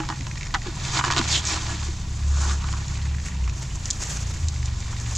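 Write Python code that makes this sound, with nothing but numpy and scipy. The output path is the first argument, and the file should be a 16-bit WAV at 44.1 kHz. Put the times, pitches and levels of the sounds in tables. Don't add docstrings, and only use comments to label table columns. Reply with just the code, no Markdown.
import sys
import numpy as np
from scipy import signal
from scipy.fft import rfft, irfft, next_fast_len
from scipy.io import wavfile

SR = 44100
rng = np.random.default_rng(int(sys.argv[2]) if len(sys.argv) > 2 else 0)


def dump(signal):
    limited = np.clip(np.atleast_2d(signal).T, -1, 1)
    pcm = np.round(limited * 32767).astype(np.int16)
    wavfile.write(sys.argv[1], SR, pcm)


N = 228199
TIME = np.arange(N) / SR


def digging():
    # (frequency [Hz], relative spectral density [dB])
    grit_spectrum = [(400, -13), (1200, -6), (2400, 3.5), (3100, -1), (3600, 4.5), (4600, 2.5),
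                     (5600, -1.5), (7500, -6), (10000, -68)]
    # (frequency [Hz], relative spectral density [dB])
    sand_spectrum = [(2000, -10), (4000, -4), (5200, 0), (6900, 5), (7600, 2.5), (8400, -13), (10000, -22),
                     (11300, -39), (12500, -33), (14000, -53.5), (16000, -73)]
    pressure, crushed, sliding = efforts()
    channels = []
    for _ in range(2):
        bottom_force = grains(1500, spread_db=2.5, clump_db=2.5, clump_rate=160)
        coarse = grains(3500, spread_db=2.0, clump_db=2.5, clump_rate=190)
        fine = grains(12000, spread_db=3.0, clump_db=1.5, clump_rate=67)
        scrape = pressure * rms_one(bucket(bottom_force))
        grit = crushed * rms_one(colour(coarse, grit_spectrum))
        sand = sliding * rms_one(colour(fine, sand_spectrum))
        channels.append(scrape + grit + sand)
    return channels


def efforts():
    # (time [s], level [dB])
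    contact = [(0, -46.5), (.3, -48), (.62, -50.5), (.78, -43), (.85, -36.5), (.99, -36), (1.015, -45),
               (1.035, -40.5), (1.06, -35), (1.095, -45), (1.15, -37.5), (1.225, -34), (1.27, -36),
               (1.4, -38.5), (1.86, -42), (1.98, -50), (2.9, -45.5), (3.2, -51.5), (3.75, -50.5),
               (5.17, -46.5)]
    # (pressure on the bottom [dB], crushed grit [dB], sliding fine sand [dB])
    contact_shares = (-2.86, 0, 0.49)
    # (time of the height [s], rise [s], fall [s], pressure [dB], crushed grit [dB], sliding sand [dB])
    strokes = [(.675, 0.036, 0.035, -42.5, -41, -61), (0.984, 0.053, 0.017, -31, -27, -29),
               (1.07, 0.016, 0.03, -33, -35, -37), (1.122, .012, 0.012, -41, -47, -33),
               (1.185, 0.052, 0.023, -29, -49, -48), (1.343, 0.059, 0.044, -42, -27, -26),
               (1.48, 0.023, 0.076, -46, -34, -30), (1.53, 0.046, 0.068, -32.5, -34.5, -35),
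               (1.73, 0.13, 0.01, -40.5, -49, -39), (2.49, 0.14, 0.064, -37.5, -44, -32.5),
               (2.71, 0.095, 0.04, -47, -53, -42)]
    seep_db = -48.5
    contact_db, = in_time(contact)
    power = np.outer(from_db(contact_shares), from_db(contact_db)) ** 2
    for s, rise_s, fall_s, *levels_db in strokes:
        power += np.outer(from_db(levels_db), swell(s, rise_s, fall_s)) ** 2
    power[2] += from_db(seep_db) ** 2
    return np.sqrt(power)


def bucket(force):
    # (frequency [Hz], bandwidth [Hz], relative level [dB])
    modes = [(316.5, 18.6, 3), (683, 80, -4), (798, 75, 0), (946, 180, -2), (1172, 160, 0),
             (1358, 104, -1.5), (1467, 78, -1), (1695, 32, 1), (1860, 28, -2), (2560, 360, -21),
             (2950, 34, -3)]
    answer = 0
    for k, (hz, width_hz, db) in enumerate(modes):
        answer = answer + (-1) ** k * from_db(db) * resonance(force, hz, width_hz)
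    return soften(answer)


def packing(packing_db=-9):
    # (frequency [Hz], relative spectral density [dB])
    packing_spectrum = [(120, -26.5), (250, -2.5), (350, 2.5), (450, -9.5), (620, -6.5), (900, -15),
                        (2000, -39), (16000, -80)]
    pressure = efforts()[0]
    fractures = grains(900, spread_db=3.5, clump_db=3.5, clump_rate=50)
    return from_db(packing_db) * pressure * rms_one(colour(fractures, packing_spectrum))


def slap():
    # (time [s], peak level [dB])
    slaps = [(.5465, -18), (.5515, -8.5), (.557, -19)]
    # (frequency [Hz], relative spectral density [dB])
    splat_spectrum = [(400, -35), (800, -7), (1300, 5), (1900, 6), (2400, -7), (3300, -6), (4500, -15),
                      (7000, -30), (9000, -53), (16000, -75)]
    return blows(slaps, lambda x: colour(x, splat_spectrum), crumble=0.17, crumble_s=0.0051)


def squeal(width_hz=550, wander_hz=240):
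    # (time of the height [s], rise [s], fall [s], level [dB], settled pitch [Hz])
    squeals = [(1.353, 0.049, 0.032, -23, 3440), (1.482, 0.029, 0.034, -30, 5500)]
    sharp_share, settle_s = .05, .017
    out = 0
    for s, rise_s, fall_s, db, settled_hz in squeals:
        sharp = np.minimum(sharp_share * np.exp(np.minimum((s - TIME) / settle_s, 10)), .5)
        roughness = drift(2 * width_hz)
        hz = settled_hz * (1 + sharp) + wander_hz * drift(150)
        out = out + from_db(db) * swell(s, rise_s, fall_s) * roughness * tone(hz)
    return out


def rub():
    # (time of the height [s], rise [s], fall [s],
    # level [dB], centre at the height [Hz], glide [octaves/s])
    rubs = [(2.47, 0.13, 0.076, -39.5, 1243, -1), (2.508, 0.012, 0.038, -36, 1384, 2),
            (2.685, 0.1, 0.021, -44, 1320, 3), (2.765, 0.02, 0.023, -38.5, 1254, -2.5)]
    band_hz = 390
    out = 0
    for s, rise_s, fall_s, db, hz, glide in rubs:
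        slips = grains(2400, spread_db=2.5, clump_db=-0.5, clump_rate=79)
        slips = rms_one(soften(slips, band_hz / 2 * np.sqrt(2)))
        octaves = np.clip(glide * (TIME - s), -1, 1)
        out = out + from_db(db) * swell(s, rise_s, fall_s) * slips * tone(hz * 2 ** octaves)
    return out


def knocks(clack_db=-2.5, ring_db=-8, crack_db=4):
    # (time [s], peak level of the knock [dB], peak level of its gritty crack [dB])
    knock_rows = [(.002, -16.5, -42), (.035, -25, -37), (.089, -18, -20.5), (0.101, -14.5, -22),
                  (0.124, -21, -39), (.268, -25, -26), (0.541, -15.5, -18), (0.545, -12.5, -16),
                  (0.549, -28, -22), (.551, -17.5, -27), (.66, -24.5, -44), (.991, -10.5, -30),
                  (0.998, -13, -38), (1.011, -12.5, -34), (1.0402, -9.5, -21.5), (1.049, -17, -16),
                  (1.068, -17, -35), (1.08, -12, -33), (1.1027, -9.5, -23), (1.111, -14, -12.5),
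                  (1.116, -14, -18), (1.1227, -13.5, -11.5), (1.136, -17, -19), (1.1644, -15.5, -12.5),
                  (1.172, -16.5, -14), (1.1803, -17, -10.5), (1.185, -17, -12.5), (1.1905, -23, -11),
                  (1.2134, -16, -21.5), (2.496, -32, -26), (2.511, -22, -38), (2.642, -24.5, -32),
                  (2.687, -26.5, -32), (2.728, -32, -25.5), (2.737, -23.5, -42), (3.477, -26.5, -48),
                  (4.927, -26, -46)]
    # (frequency [Hz], relative spectral density [dB])
    clack_spectrum = [(300, -15), (650, -22.5), (950, 2.5), (1250, 2.5), (1750, -4), (2400, -6.5),
                      (4000, -23.5), (8000, -31), (16000, -66)]
    # (frequency [Hz], relative spectral density [dB])
    crack_spectrum = [(500, -13), (1800, 0.5), (3500, 9.5), (5700, 4), (7400, 3.5), (8500, -18),
                      (11000, -33), (16000, -47)]
    s, peak_db, grit_db = np.transpose(knock_rows)
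    clack = blows(np.c_[s, peak_db + clack_db], lambda x: colour(x, clack_spectrum),
                  crumble=0.16, crumble_s=0.0028)
    ringing = blows(np.c_[s, peak_db + ring_db], bucket, crumble=0.083, crumble_s=0.0077)
    crack = blows(np.c_[s, grit_db + crack_db], lambda x: colour(x, crack_spectrum),
                  crumble=0.17, crumble_s=0.002)
    return clack + ringing + crack


def thuds():
    # (time [s], initial level [dB], pitch [Hz])
    thud_rows = [(.205, -33, 283), (.553, -24, 822), (0.665, -28, 377), (0.684, -27.5, 337),
                 (1.076, -25.5, 346), (1.169, -23, 330), (1.195, -18, 328), (1.201, -21.5, 236),
                 (1.74, -32.5, 326), (1.885, -31.5, 341)]
    # (time [s], initial level [dB])
    rim_taps = [(.001, -25.5), (0.099, -28.5)]
    # (frequency [Hz], relative level [dB], 60 dB decay time [s])
    rim_modes = [(314, 1, 0.18), (838, -3.5, 0.18)]
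    t60_s, sag_per_s = .085, 3.1
    low = sum(ring(s, db, hz, t60_s, sag_per_s) for s, db, hz in thud_rows)
    rim = sum(ring(s, db + mode_db, hz, t60) for s, db in rim_taps for hz, mode_db, t60 in rim_modes)
    return low + rim


def crumbs():
    # (time [s], peak level [dB])
    snap_rows = [(1.452, -16.5), (2.8814, -24.5), (3.757, -31.5), (3.8563, -16), (3.9037, -9), (3.9085, -8),
                 (3.9105, -26), (3.931, -22), (4.0362, -18.5), (4.0711, -23), (4.4848, -14),
                 (4.6577, -21.5), (4.804, -23.5), (5.0, -23), (5.1519, -15), (5.157, -17), (5.162, -19.5),
                 (5.168, -17.5)]
    # (time [s], peak level [dB])
    tick_rows = [(.05, -29), (.208, -24.5), (.313, -21.5), (.373, -26.5), (.41, -24), (.43, -23),
                 (.468, -24.5), (.507, -27), (.618, -27), (2.975, -26), (3.2, -26), (3.284, -25.5),
                 (3.477, -30), (3.496, -25), (4.629, -26.5), (4.881, -31), (5.061, -28)]
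    # (frequency [Hz], relative spectral density [dB])
    snap_spectrum = [(800, -33), (2600, -11.5), (3900, -1.5), (5500, 3.5), (7200, 10), (8000, -2),
                     (9000, -26), (12000, -46), (16000, -70)]
    # (frequency [Hz], relative spectral density [dB])
    tick_spectrum = [(400, -11), (750, -26), (1050, -5), (1400, -8), (1850, 3.5), (2400, 1.5), (3300, -10),
                     (5000, -4.5), (7000, -4), (9000, -48), (16000, -81)]
    snaps = blows(snap_rows, lambda x: colour(x, snap_spectrum), crumble=0.18, crumble_s=0.003)
    ticks = blows(tick_rows + faint_ticks(), lambda x: colour(x, tick_spectrum),
                  crumble=0.66, crumble_s=0.0027)
    return snaps + ticks


def faint_ticks(jitter=0.36, spread_db=2):
    # (start [s], end [s], rate [1/s], mean peak level [dB])
    tick_runs = [(0.326, 0.453, 49, -29.5), (4.537, 5.1, 12, -34)]
    rows = []
    for start, end, per_s, db in tick_runs:
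        for s in np.arange(start, end, 1 / per_s):
            late, louder = rng.standard_normal(2)
            rows.append((s + jitter * late / per_s, db + spread_db * louder))
    return rows


def spill():
    # (time of the height [s], rise [s], fall [s], level [dB])
    spills = [(2.298, 0.18, 0.15, -46), (2.89, 0.041, 0.04, -44), (3.27, 0.058, 0.036, -39.5),
              (3.59, 0.03, 0.053, -39.5), (3.76, 0.12, .07, -49), (4.1, 0.28, 0.34, -36),
              (4.135, 0.0098, 0.017, -37), (4.29, 0.031, 0.03, -38), (5.1, 0.18, 0.15, -42)]
    # (frequency [Hz], relative spectral density [dB])
    spill_spectrum = [(1500, -2.5), (4000, -7), (5200, -1.5), (6800, 5), (7600, 1), (8400, -10),
                      (10000, -19), (11300, -28.5), (12500, -27), (14000, -41), (16000, -43)]
    power = sum((from_db(db) * swell(s, rise_s, fall_s)) ** 2 for s, rise_s, fall_s, db in spills)
    falling = grains(9000, spread_db=2.0, clump_db=4.0, clump_rate=70)
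    return np.sqrt(power) * rms_one(colour(falling, spill_spectrum))


def faint_pops():
    # (time [s], level [dB])
    pop_curve = [(0, -46), (.4, -58), (.7, -50), (1.2, -43), (2.1, -52), (2.9, -48), (3.2, -47), (3.6, -51),
                 (4.1, -49), (4.7, -55), (5.17, -48)]
    # (frequency [Hz], bandwidth [Hz], relative level [dB])
    pop_bands = [(960, 150, -2), (1847, 400, -2), (2600, 600, -3.5)]
    db, = in_time(pop_curve)
    pops = 0
    for hz, width_hz, level_db in pop_bands:
        impulses = grains(650, spread_db=2.0, clump_db=5.5, clump_rate=88)
        pops = pops + from_db(level_db) * resonance(impulses, hz, width_hz)
    return from_db(db) * rms_one(soften(pops))


def walls(x, ring_s=0.01):
    age = TIME[:SR // 20]
    echoes = rng.standard_normal(len(age)) * np.exp(-age / ring_s) * (age > .0007)
    return signal.fftconvolve(x, echoes / np.linalg.norm(echoes))[:N]


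def engine(waver_db=2.0, waver_rate=8, drone_db=-2):
    # (time [s], shaft frequency [Hz])
    engine_speed = [(0, 39.85), (.56, 38.9), (.8, 37.25), (1.3, 37.33), (1.9, 35.8), (2.3, 35.1),
                    (2.8, 34.4), (3.27, 35.93), (3.5, 29.42), (3.73, 27.4), (4.05, 29.22), (4.3, 28.82),
                    (4.55, 24.34), (4.75, 22.9), (5.17, 23.1)]
    # (time [s], relative level [dB])
    engine_load = [(0, -5.5), (.95, -3.5), (1.5, -2.5), (2.1, 0.5), (3.6, -5), (4.6, -1.5), (5.17, -1)]
    orders_db = (8.5, 0.5, 0.5, -3.5, 4)
    # (frequency [Hz], level [dB])
    exhaust = [(25, -50), (37, -45.5), (48, -34.5), (58, -31.5), (71, -36.5), (84, -30), (94, -36.5),
               (106, -35), (116, -33.5), (124, -37.5), (143, -43.5), (180, -48.5), (200, -55)]
    # (time of the height [s], rise [s], fall [s], added level [dB])
    booms = [(1.3, 0.1, 0.11, 5.5), (1.85, 0.12, 0.26, 7.5), (2.34, 0.13, 0.62, 16), (3.17, 0.21, 0.14, 12),
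             (3.475, 0.072, 0.05, 23), (4.455, 0.047, 0.046, 13.5), (4.681, 0.18, 0.086, 12)]
    # (time [s], frequency [Hz], level [dB])
    drone = [(0, 137.7, -35), (.7, 136.5, -40.5), (1, 132.9, -29), (1.6, 135.6, -43), (3.1, 133.9, -34.5),
             (3.4, 129, -40), (3.65, 128, -31.5), (4.1, 123, -67)]
    boom_hz, boom_width_hz = 73.2, 15
    shaft_hz, = in_time(engine_speed)
    load_db, = in_time(engine_load)
    boom_db = sum(db * swell(s, rise_s, fall_s) for s, rise_s, fall_s, db in booms)
    hum = 0
    for order, order_db in enumerate(orders_db, 1):
        hz = order * shaft_hz
        boom_share = np.exp(-((hz - boom_hz) / boom_width_hz) ** 2)
        db = order_db + at_hz(exhaust, hz) + load_db + boom_db * boom_share
        hum = hum + from_db(db + waver_db * drift(waver_rate)) * tone(hz)
    hz, db = in_time(drone)
    return hum + from_db(db + drone_db) * tone(hz)


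def open_air(air_db=-35):
    # (frequency [Hz], relative spectral density [dB])
    air_spectrum = [(15, -2), (30, -3), (60, 1), (110, -3), (170, -6), (260, -17), (400, -25.5),
                    (600, -28.5), (1000, -28), (1500, -37), (2500, -35.5), (4000, -49), (7500, -40),
                    (10000, -51), (16000, -70)]
    return from_db(air_db) * rms_one(colour(rng.standard_normal((2, N)), air_spectrum))


def grains(per_s, spread_db, clump_db, clump_rate):
    born = rng.random(N) < per_s / SR
    sizes_db = spread_db * np.minimum(rng.exponential(1, N), 4)
    signs = rng.choice([-1, 1], N)
    return born * from_db(sizes_db) * signs * from_db(clump_db * drift(clump_rate))


def blows(rows, body, crumble, crumble_s):
    age = TIME[:SR // 20]
    sprays = rng.standard_normal((len(rows), len(age))) * np.exp(-age / crumble_s) * crumble
    sprays[:, 0] = 1
    answer = body(signal.unit_impulse(N))[:SR // 10]
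    out = np.zeros(N + SR)
    for (s, db), spray in zip(rows, sprays):
        hit = signal.fftconvolve(spray, answer)
        start = max(round(s * SR), 0)
        out[start:start + len(hit)] += from_db(db) * hit / np.abs(hit).max()
    return out[:N]


def ring(s, db, hz, t60, sag_per_s=0):
    age = np.clip(TIME - s, 0, 3 * t60)
    cycles = hz * age * (1 - sag_per_s * age / 2)
    return from_db(db - 60 * age / t60) * np.sin(2 * np.pi * cycles)


def tone(hz):
    return np.sqrt(2) * np.sin(2 * np.pi * (np.cumsum(hz) / SR + rng.random()))


def resonance(x, hz, width_hz):
    r = np.exp(-np.pi * width_hz / SR)
    zeros = np.array([1, 0, -1]) * (1 - r * r) / 2
    poles = [1, -2 * r * np.cos(2 * np.pi * hz / SR), r * r]
    return signal.lfilter(zeros, poles, x + 1e-18)


def soften(x, top_hz=6000):
    return signal.sosfilt(signal.butter(4, top_hz, fs=SR, output="sos"), x)


def colour(x, spectrum):
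    size = next_fast_len(N + SR // 2, real=True) // 2 * 2
    gain = from_db(at_hz(spectrum, np.fft.rfftfreq(size, 1 / SR)))
    cepstrum = irfft(np.log(gain))
    cepstrum[1:size // 2] *= 2
    cepstrum[size // 2 + 1:] = 0
    return irfft(rfft(x, size) * np.exp(rfft(cepstrum)))[..., :N]


def at_hz(spectrum, hz):
    points_hz, db = np.transpose(spectrum)
    return np.interp(np.log(np.maximum(hz, 1)), np.log(points_hz), db)


def swell(s, rise_s, fall_s):
    distance = (TIME - s) / np.where(TIME < s, rise_s, fall_s)
    return np.exp(-np.minimum(distance ** 2, 40))


def drift(rate):
    knots = rng.standard_normal(4096)
    return rms_one(np.interp(TIME * rate, np.arange(len(knots)), knots))


def in_time(rows):
    s, *columns = np.transpose(rows)
    return [np.interp(TIME, s, c) for c in columns]


def from_db(db):
    return 10 ** (np.asarray(db) / 20)


def rms_one(x):
    return x / np.sqrt(np.mean(x ** 2) + 1e-20)


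def lean(x, sign):
    # (frequency [Hz], left minus right [dB])
    balance = [(200, 0), (500, 0), (1000, -1.6), (2000, -1.9), (3800, -1.7), (5500, -.9), (7500, .4),
               (10000, 6), (13000, 10.5)]
    share_db = sign * at_hz(balance, np.fft.rfftfreq(2 * N, 1 / SR)) / 2
    return irfft(rfft(x, 2 * N) * from_db(share_db))[:N]


def scene(wall_db=-15, grain_wall_db=-10, side_wall_db=-3):
    # (frequency [Hz], gain [dB])
    width = [(25, -29), (60, -16.5), (130, -44), (260, -16), (600, -9.5), (2000, -8), (4500, -8.5),
             (7000, -19.5), (12000, 4.5)]
    hits = slap() + squeal() + rub() + knocks() + thuds() + crumbs()
    dig, dig_side = digging()
    air, air_side = open_air()
    reflections = walls(from_db(wall_db) * hits + from_db(grain_wall_db) * dig)
    near = dig + packing() + hits + spill() + faint_pops() + reflections
    mid = near + air + engine()
    side_reflections = from_db(side_wall_db) * walls(hits)
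    side = colour(dig_side + side_reflections + spill() + faint_pops() + air_side, width)
    return np.array([lean(mid + sign * side, sign) for sign in (1, -1)])


def record(dry):
    cutoff_hz = 15800
    return signal.sosfilt(signal.ellip(10, .1, 80, cutoff_hz, fs=SR, output="sos"), dry)


dry = scene()
out = record(dry)
dump(out)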